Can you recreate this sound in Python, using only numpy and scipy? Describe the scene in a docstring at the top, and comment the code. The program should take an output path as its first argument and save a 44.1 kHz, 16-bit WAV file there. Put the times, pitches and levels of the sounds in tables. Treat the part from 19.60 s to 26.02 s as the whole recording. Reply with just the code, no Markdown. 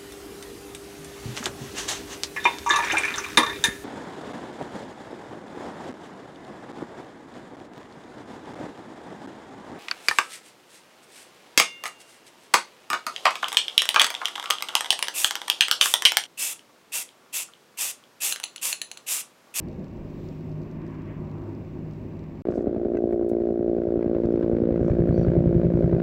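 """Open scrub with a bushfire, and a helicopter at work over it. First it is far off: a smeared, wavering hum
and whooshing rush made of sines and noise, over hissing wind and faint crackle. After a moment of silence the
scene changes and it is much nearer: the tail rotor buzzes in sharp pulses, and the main blades slap about
eleven times a second, with a deep thump that grows as it approaches. Swishing and roaring noise lie over both
rotors."""
import sys
import numpy as np
from scipy import signal
from scipy.fft import rfft, irfft, next_fast_len
from scipy.io import wavfile
from scipy.ndimage import uniform_filter1d, minimum_filter1d, map_coordinates

SR = 44100
rng = np.random.default_rng(int(sys.argv[2]) if len(sys.argv) > 2 else 0)


def persist_wave(psi):
    """Save psi, clipped to +-1, as 16-bit WAV."""
    counts = np.round(np.clip(psi, -1, 1) * 32767).astype(np.int16)
    wavfile.write(sys.argv[1], SR, np.atleast_2d(counts).T)


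N = 283224
SILENCE_FROM_S, SILENCE_TO_S = 2.821, 2.853  # between the far and the near helicopter


def near_helicopter():
    """Two geared rotors throw pulses and puffs of turbulence; the turbine roars and the land echoes."""
    tail_count, main_count = blade_counts()
    tail = tail_rotor(tail_count)
    main = main_rotor(main_count)
    swish = blade_swish(tail_count, main_count)
    slap_echo = amp(-12) * scattered(main)
    buzz_echo = amp(-24) * scattered(tail + swish)
    return tail + main + terrain_rebound(main) + swish + turbine_exhaust() + slap_echo + buzz_echo


# How close the helicopter is, which drives the level and colour of the near sounds.
# Each row: time in seconds, nearness from 0 (far) to 1 (near).
APPROACH = [(2.85, 0.16), (3.6, 0), (4.2, 0.084), (5, 0.46), (5.4, 0.93), (5.9, 1), (6.42, 0.92)]


def nearness():
    """The approach as straight stretches between the rows, one value for every sample."""
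    return curve(APPROACH)


# How fast the tail blades pass, sinking as the Doppler lift fades.
# Each row: time in seconds, tail blades per second.
TAIL_BLADE_RATE = [(2.85, 58.01), (3.45, 57.95), (4.8, 57.31), (6.05, 57.22), (6.42, 56.82)]


def blade_counts():
    """Tail and main blades passed so far; gears tie the rotors, at 5.347 tail blades per main blade."""
    rate = curve(TAIL_BLADE_RATE)
    tail_count = blade_count(rate, first=2.8521)
    main_count = blade_count(rate / 5.347, first=2.8858)
    return tail_count, main_count


# The colour of one tail blade pulse.
# Each row: frequency in Hz, then relative level in dB when far, halfway and near.
TAIL_PULSE_COLOUR = [(58, -22, -17.5, -15.5), (108, -25.5, -16, -17.5), (161, -21, -5.5, 5.5),
                     (241, -8, 0, -3), (312, -9.5, -4, -7.5), (341, 1.5, 4, 5), (414, -3.5, -3, -4),
                     (458, -12, -1.5, -10.5), (530, -12.5, -4.5, -5), (577, -10, -9.5, -9),
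                     (698, -16.5, -20.5, -16.5), (766, -28.5, -23, -26), (830, -43.5, -34, -48),
                     (1600, -48.5, -40, -37.5)]
TAIL_DB, TAIL_GROWS_DB = -24.5, 2  # level when far, and gain when near
HARD_TAIL_DB = -4  # the buzz is weaker while the blades bite hard


def tail_rotor(count):
    """Each small fast blade sends out a sharp suction pulse, and together they buzz."""
    level_db = TAIL_DB + TAIL_GROWS_DB * nearness() + HARD_TAIL_DB * hard_bite()
    return blade_pulses(count, level_db, TAIL_PULSE_COLOUR, scatter_db=1.0, ripple_db=1.6,
                        jitter_s=0.00004, dull_hz=1430, ground_hz=103)


# The colour of one main blade slap.
# Each row: frequency in Hz, then relative level in dB when far and near.
MAIN_PULSE_COLOUR = [(12, -43, -33.5), (43.6, -10, -7.5), (63, -8.5, -2), (83.3, -19, -18), (96, -2, 1),
                     (129, -7.5, 4), (164, -6.5, 2), (200, -9, -19.5), (224, -2.5, -13.5), (342, -1, -6),
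                     (463, -8.5, -20.5), (604, -11.5, -18), (670, -8, -26), (886, -29.5, -42)]
SLAP_DB, SLAP_GROWS_DB = -37, 14.5  # level when far, and gain when near
THUMP_DB, THUMP_GROWS_DB = -32, 12  # the same for the deep part
HARD_SLAP_DB, SLAP_UNTIL_S, SLAP_EASE_S = 8, 3.47, 0.14  # extra slap at first, fading around this time
THUMP_LAG_S = 0.0046  # the thump trails the crack of the slap


def main_rotor(count):
    """Each big blade slaps the air; the bass is split off as a thump with its own level and delay."""
    near = nearness()
    hard_slap = step(SLAP_UNTIL_S - clock(), SLAP_EASE_S)
    slap_db = SLAP_DB + SLAP_GROWS_DB * near + HARD_SLAP_DB * hard_slap
    thump_db = THUMP_DB + THUMP_GROWS_DB * near
    # turned over: these pulses press where the tail's suck
    slap = -blade_pulses(count, slap_db, MAIN_PULSE_COLOUR, scatter_db=0.9, ripple_db=0.98,
                         jitter_s=0.0004, dull_hz=870, ground_hz=125)
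    bass = filtered(slap, lambda hz: 1 / (1 + (hz / 160) ** 6))
    late_bass = filtered(bass, lambda hz: delay(hz, THUMP_LAG_S))
    thump = amp(thump_db - slap_db) * late_bass  # undoes the slap's level and sets the thump's
    return slap - bass + thump


def terrain_rebound(main):
    """The bass of each slap comes back once more from the terrain, 14 ms later and weaker."""
    return filtered(main, lambda hz: amp(-9) / (1 + (hz / 170) ** 4) * delay(hz, 0.014))


# The colour of the turbulence. Each row: frequency in Hz, relative level in dB.
SWISH_NOISE_COLOUR = [(400, -22.5), (850, 5.5), (1000, 0.5), (1250, -1.5), (1520, 0.5), (1800, -5),
                      (2300, -9.5), (3200, -19), (4000, -21.5), (4800, -26), (5600, -36.5), (8000, -42.5),
                      (10000, -56.5)]
# Brief jumps of the swish. In all rows but the last, a blade cuts a vortex and cracks harder;
# the last row is no blade but a short click of noise where the sound is cut off.
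# Each row: time in seconds, rise of the swish in dB.
SWISH_JUMPS = [(3.531, 8), (4.426, 6), (4.831, 6.5), (6.398, 10.5)]
SWISH_JUMP_S = 0.011  # length of such a jump
SWISH_DB, SWISH_GROWS_DB = -60, 2  # level when far, and gain when near
HARD_SWISH_DB = 3.5  # extra swish while the blades bite hard
# it opens up once near enough: nearness, softness of that change, gain
SWISH_OPENS_AT, SWISH_EASE, SWISH_OPENS_DB = 0.14, 0.031, 6.5


def blade_swish(tail_count, main_count):
    """Every blade stirs a puff of turbulence: noise that swells just after the blade has passed."""
    near = nearness()
    level_db = SWISH_DB + SWISH_GROWS_DB * near + HARD_SWISH_DB * hard_bite()
    level_db += SWISH_OPENS_DB * step(near - SWISH_OPENS_AT, SWISH_EASE)
    for s, rise_db in SWISH_JUMPS:
        level_db += rise_db * swell(s, SWISH_JUMP_S)
    uneven = amp(3.1 * wobble(60))
    tail_puffs = puffs(tail_count - 0.12, sharpness=3.6) * uneven
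    main_puffs = puffs(main_count - 0.04, sharpness=20)
    gate = unit(0.3 + tail_puffs + 0.43 * main_puffs)
    return amp(level_db + 1.5 * wobble(25)) * gate * noise(SWISH_NOISE_COLOUR)


# The colour of the turbine's roar. Each row: frequency in Hz, relative level in dB.
ROAR_COLOUR = [(900, -19), (1350, -13.5), (1520, 1), (1750, -10.5), (2050, -0.5), (2350, 1.5), (2750, -14),
               (3200, -15), (4000, -22.5), (4700, -22.5), (5400, -26.5), (8000, -36.5), (10000, -51.5)]
EXHAUST_DB, EXHAUST_GROWS_DB = -87, 21  # level when far, and gain when near


def turbine_exhaust():
    """The turbine's roar: unsteady coloured noise that grows with the approach."""
    level_db = EXHAUST_DB + EXHAUST_GROWS_DB * nearness() + 2.8 * wobble(21)
    return amp(level_db) * noise(ROAR_COLOUR)


def hard_bite():
    """At first the blades bite hard (1), easing off to 0 around 3.3 s."""
    return step(3.315 - clock(), ease=0.069)


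def blade_count(rate, first):
    """Blades passed so far; blade 0 passes at the time first."""
    turns = np.cumsum(rate) / SR
    return turns - np.interp(first, clock(), turns)


def puffs(count, sharpness):
    """One smooth bump per blade, narrower for more sharpness."""
    return np.exp(sharpness * (np.cos(2 * np.pi * count) - 1))


def blade_pulses(count, level_db, table, scatter_db, ripple_db, jitter_s, dull_hz, ground_hz, size=4096):
    """One suction pulse per blade; its colour follows the nearness and is rippled by the air."""
    s = np.interp(np.arange(int(count[-1]) + 1), count, clock())
    spacing = np.mean(np.diff(s)) * SR
    s = s + jitter_s * rng.standard_normal(len(s))
    hz = np.fft.rfftfreq(size, 1 / SR)
    near = np.interp(s, clock(), nearness())[:, None]

    # blend the table's columns, from far to near
    stages = len(table[0]) - 1
    colour_db = 0
    for k in range(stages):
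        share = np.maximum(1 - abs(near * (stages - 1) - k), 0)
        colour_db = colour_db + share * along(table, hz, axis=k + 1)
    ripple = unit(uniform_filter1d(rng.standard_normal((len(s), len(hz))), size=10, axis=1))
    gain = amp(colour_db + ripple_db * (1 + near) * ripple)
    gain = gain / (1 + (hz / dull_hz) ** 5)  # the air takes the treble

    # folding the cepstrum (minimum phase) makes each pulse start at its blade, never before
    cepstrum = irfft(np.log(gain + 1e-6))
    cepstrum[:, 1:size // 2] *= 2
    cepstrum[:, size // 2 + 1:] = 0
    lag = 2 * np.arctan2(hz * ground_hz, ground_hz ** 2 - hz ** 2)  # the bass trails along the ground
    part_sample = 2 * np.pi * hz / SR * (s * SR % 1)[:, None]  # places pulses between samples
    pulses = irfft(np.exp(rfft(cepstrum) - 1j * lag - 1j * part_sample))
    pulses *= np.hanning(2 * size)[size:]

    pulse_db = np.interp(s, clock(), level_db) + scatter_db * rng.standard_normal(len(s))
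    strength = amp(pulse_db) * np.sqrt(spacing)  # so the level is the rms of the whole train
    track = np.zeros(N)
    for at, g, pulse in zip(s, strength, pulses):
        add(track, int(at * SR), -g * pulse / np.linalg.norm(pulse))
    return track


# How long the echo of ground and trees lasts.
# Each row: frequency in Hz, time to fade by 60 dB in seconds.
TREE_ECHO = [(40, 0.57), (300, 0.35), (1000, 0.49), (8000, 0.047)]


def scattered(x):
    """Diffuse echo: the sound smeared by fading noise, each frequency dying at its own speed."""
    hz, t, z = signal.stft(rng.standard_normal(SR // 2), SR, nperseg=256)
    fade = amp(-60 * t / along(TREE_ECHO, hz)[:, None])
    tail = signal.istft(z * fade, SR, nperseg=256)[1]
    return signal.fftconvolve(x, tail / np.linalg.norm(tail))[:N]


def far_helicopter():
    """Distance smears the blade beats into rumble, beside a rush and a wavering hum."""
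    return far_rumble() + far_rush() + far_hum()


# The colour of the far rumble. Each row: frequency in Hz, relative level in dB.
FAR_RUMBLE_COLOUR = [(12, -48), (30, 4.5), (42, -8.5), (60, 1), (80, -3), (125, -4.5), (190, 1.5),
                     (300, -4.5), (350, 0.5), (400, -7), (460, -16), (620, -12.5), (720, -22),
                     (1200, -68.5)]


def far_rumble():
    """Low noise with a restless level stands for the smeared blade beats."""
    return amp(-38 + 1.5 * wobble(20)) * noise(FAR_RUMBLE_COLOUR)


# The colour of the far rush. Each row: frequency in Hz, relative level in dB.
FAR_RUSH_COLOUR = [(450, 3), (700, -12), (780, 7.5), (850, -1.5), (930, 6.5), (1000, -0.5), (1100, 1.5),
                   (1300, -7.5), (1800, -7.5), (2400, -9), (2800, -11.5), (3300, -29), (5000, -64)]
# Whooshes in which the wind carries the rush over. Each row: time of the peak in seconds,
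# length in seconds, level in dB, centre in Hz, width in octaves.
WIND_WHOOSHES = [(.2, 0.32, -51.5, 496, 0.091), (1.282, 0.14, -40.5, 324, .1),
                 (1.397, 0.41, -58.5, 1730, 0.46), (1.468, 0.58, -56.5, 1030, 0.18),
                 (1.826, .14, -52, 796, 0.55), (1.874, 0.14, -42, 342, .1)]


def far_rush():
    """A steady coloured rush, with bands of noise that swell and sink as the wind carries it."""
    rush = amp(-54 + 0.48 * wobble(17)) * noise(FAR_RUSH_COLOUR)
    for s, length, db, centre_hz, octaves in WIND_WHOOSHES:
        level = amp(db + 1.9 * wobble(16)) * swell(s, length)
        rush += level * band(centre_hz, octaves, skirt_db=-71)
    return rush


# The lines of the far rotor.
# Each row: frequency in Hz, relative level in dB, time of its swell in seconds.
ROTOR_LINES = [(101.6, -2.5, 1.7), (154.5, 0.5, 1.33), (268, -7.5, 1.44)]
HUM_DB, HUM_SWELL_DB, HUM_SWELL_S = -41.5, 5, 0.54  # shared level; height and length of each swell


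def far_hum():
    """Rotor tones as sines that waver in level and phase; each one swells once."""
    hum = np.zeros(N)
    for hz, db, swell_s in ROTOR_LINES:
        level_db = HUM_DB + db + HUM_SWELL_DB * swell(swell_s, HUM_SWELL_S) + 2.5 * wobble(9.28)
        hum += amp(level_db) * np.sin(2 * np.pi * hz * clock() + 0.85 * wobble(10))
    return hum


def scrub():
    """Wind hisses in dry grass, with crackles, rustles and a tick."""
    out = grass_wind() + crackles() + rustles()
    add(out, int(3.371 * SR), hard_tick())
    return out


# The colour of the hiss in the grass. Each row: frequency in Hz, relative level in dB.
GRASS_COLOUR = [(300, -30), (2000, 2), (3500, 1), (5700, -4), (6600, -8), (7700, -6.5), (8800, -22.5),
                (11000, -16.5), (13000, -13), (15800, -11)]
AIR_FAR_DB, AIR_NEAR_DB, AIR_GROWS_DB = -70, -73.5, 5.5  # before and after the silence; gain when near
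GUST_AT_S, GUST_LENGTH_S, GUST_DB = 0.68, 0.41, 4.5


def grass_wind():
    """Wind in dry grass as coloured noise, with one gust."""
    before = clock() < SILENCE_FROM_S
    air_db = np.where(before, AIR_FAR_DB, AIR_NEAR_DB + AIR_GROWS_DB * nearness())
    air_db = air_db + GUST_DB * swell(GUST_AT_S, GUST_LENGTH_S)
    return amp(air_db + 0.92 * wobble(10)) * noise(GRASS_COLOUR)


# The loudest dry crackles.
# Each row: time in seconds, level in dB before the gain that all of them share.
LOUD_CRACKLES = [(0.085, -49), (0.244, -53), (0.688, -51), (0.8948, -57.5), (1.2655, -52), (1.714, -54),
                 (1.95, -57), (2.3348, -53), (4.6578, -51), (4.7233, -54), (4.7607, -54)]
CRACKLE_DB, CRACKLE_T60_S = -3, 0.013  # shared gain, and time to fade by 60 dB


def crackles():
    """Dry snaps: short fading bursts of noise, with many faint random ones before the silence."""
    t = np.arange(SR // 10) / SR
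    snaps = np.zeros(N)
    for s, db in LOUD_CRACKLES:
        add(snaps, int(s * SR), amp(db + CRACKLE_DB - 60 * t / CRACKLE_T60_S))
    sparks = (rng.random(N) < 45 / SR) * amp(3.6 * rng.standard_normal(N))  # about 45 a second
    faint = amp(-66) * signal.fftconvolve(sparks, amp(-60 * t / 0.011))[:N]
    snaps += faint * (clock() < SILENCE_FROM_S)
    return snaps * band(4300, 0.39, skirt_db=-24.5)


# Brief rustles and thin squeaks close by. Each row: time of the peak in seconds,
# length in seconds, level in dB, centre in Hz, width in octaves.
CLOSE_RUSTLES = [(2.952, 0.089, -71, 5330, 0.48), (3.542, 0.037, -75, 8170, 0.96),
                 (3.7, 0.017, -59.5, 8000, 1), (5.284, 0.1, -75, 5800, 0.32),
                 (5.482, 0.013, -78, 12200, 0.06), (5.533, .035, -86, 11800, .04),
                 (5.586, 0.095, -69.5, 4500, 0.057), (5.607, .08, -71.5, 5790, .09)]


def rustles():
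    """Each rustle is a short swell of band noise with a rough level; the narrow bands squeak."""
    out = np.zeros(N)
    for s, length, db, centre_hz, octaves in CLOSE_RUSTLES:
        level = amp(db + 5.2 * wobble(120)) * swell(s, length)
        out += level * band(centre_hz, octaves, skirt_db=-41)
    return out


# The ringing of one small hard tick.
# Each row: frequency in Hz, starting level in dB, time to fade by 60 dB in seconds.
TICK_RING = [(1550, -41, .045), (1980, -42, 0.031), (2600, -49.5, 0.036), (6100, -59, .025)]


def hard_tick():
    """A small knock: a few fading sines under a short crack of noise."""
    t = np.arange(SR // 10) / SR
    ring = sum(amp(db - 60 * t / t60) * np.sin(2 * np.pi * hz * t) for hz, db, t60 in TICK_RING)
    crack = amp(-53.5 - 60 * t / 0.021) * band(2300, 0.7, skirt_db=-34.5)[:len(t)]
    return ring + crack


def amp(db):
    """Decibels to gain."""
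    return 10 ** (np.asarray(db) / 20)


def unit(x):
    """x at rms 1."""
    return x / np.sqrt(np.mean(x ** 2) + 1e-20)


def clock():
    """The time of every sample in seconds."""
    return np.arange(N) / SR


def along(points, hz, axis=1):
    """One column of a table by frequency, read on a log axis."""
    table = np.array(points, float)
    return np.interp(np.log(hz + 1), np.log(table[:, 0] + 1), table[:, axis])


def curve(rows):
    """Straight lines through rows of time and value, one value per sample."""
    s, values = np.transpose(rows)
    return np.interp(clock(), s, values)


def wobble(rate):
    """A smooth random curve, drawn through rate random points a second."""
    points = rng.standard_normal(int(N * rate / SR) + 4)
    return map_coordinates(points, [clock() * rate])


def swell(at, length):
    """A smooth rise from 0 to 1 at a moment, and back."""
    return np.exp(-2 * ((clock() - at) / length) ** 2)


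def step(x, ease):
    """A smooth step from 0 to 1 as x passes zero."""
    return 0.5 + 0.5 * np.tanh(x / (2 * ease))


def delay(hz, seconds):
    """The response of a pure delay."""
    return np.exp(-2j * np.pi * hz * seconds)


def filtered(x, response):
    """x times a response of frequency."""
    m = next_fast_len(N + SR // 2)
    return irfft(rfft(x, m) * response(np.fft.rfftfreq(m, 1 / SR)), m)[:N]


def noise(colour):
    """Coloured noise of rms 1."""
    return unit(filtered(rng.standard_normal(N), lambda hz: amp(along(colour, hz))))


def band(centre, octaves, skirt_db):
    """Noise of rms 1 in a bell around one frequency, over a flat skirt."""
    def bell(hz):
        widths_away = np.log2((hz + 1) / centre) / octaves
        return amp(-4 * widths_away ** 2) + amp(skirt_db)
    return unit(filtered(rng.standard_normal(N), bell))


def add(track, start, sound):
    """Mix a sound into a track from a sample on."""
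    room = track[max(start, 0):][:len(sound)]
    room += sound[:len(room)]


def scene():
    """The far helicopter, a moment of silence, then the near one."""
    ground, t = scrub(), clock()
    before = t < SILENCE_FROM_S
    # short fades in and out
    after = np.interp(t, [SILENCE_TO_S, SILENCE_TO_S + 0.001, t[-1] - 0.004, t[-1]], [0, 1, 1, 0])
    far = before * (far_helicopter() + ground)
    near = after * (near_helicopter() + ground)
    return (far + near)[None]


def record(dry):
    """A limiter holds the hardest slaps down; then all above 15.8 kHz and the lowest bass are cut."""
    needed = np.minimum(1, amp(-8.2) / (abs(dry[0]) + 1e-9))
    gain = minimum_filter1d(needed, size=600)
    gain = uniform_filter1d(uniform_filter1d(gain, size=300), size=300)
    return filtered(dry[0] * gain, lambda hz: (hz < 15800) * hz ** 2 / (hz ** 2 + 8 ** 2))[None]


dry = scene()
out = record(dry)
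persist_wave(out)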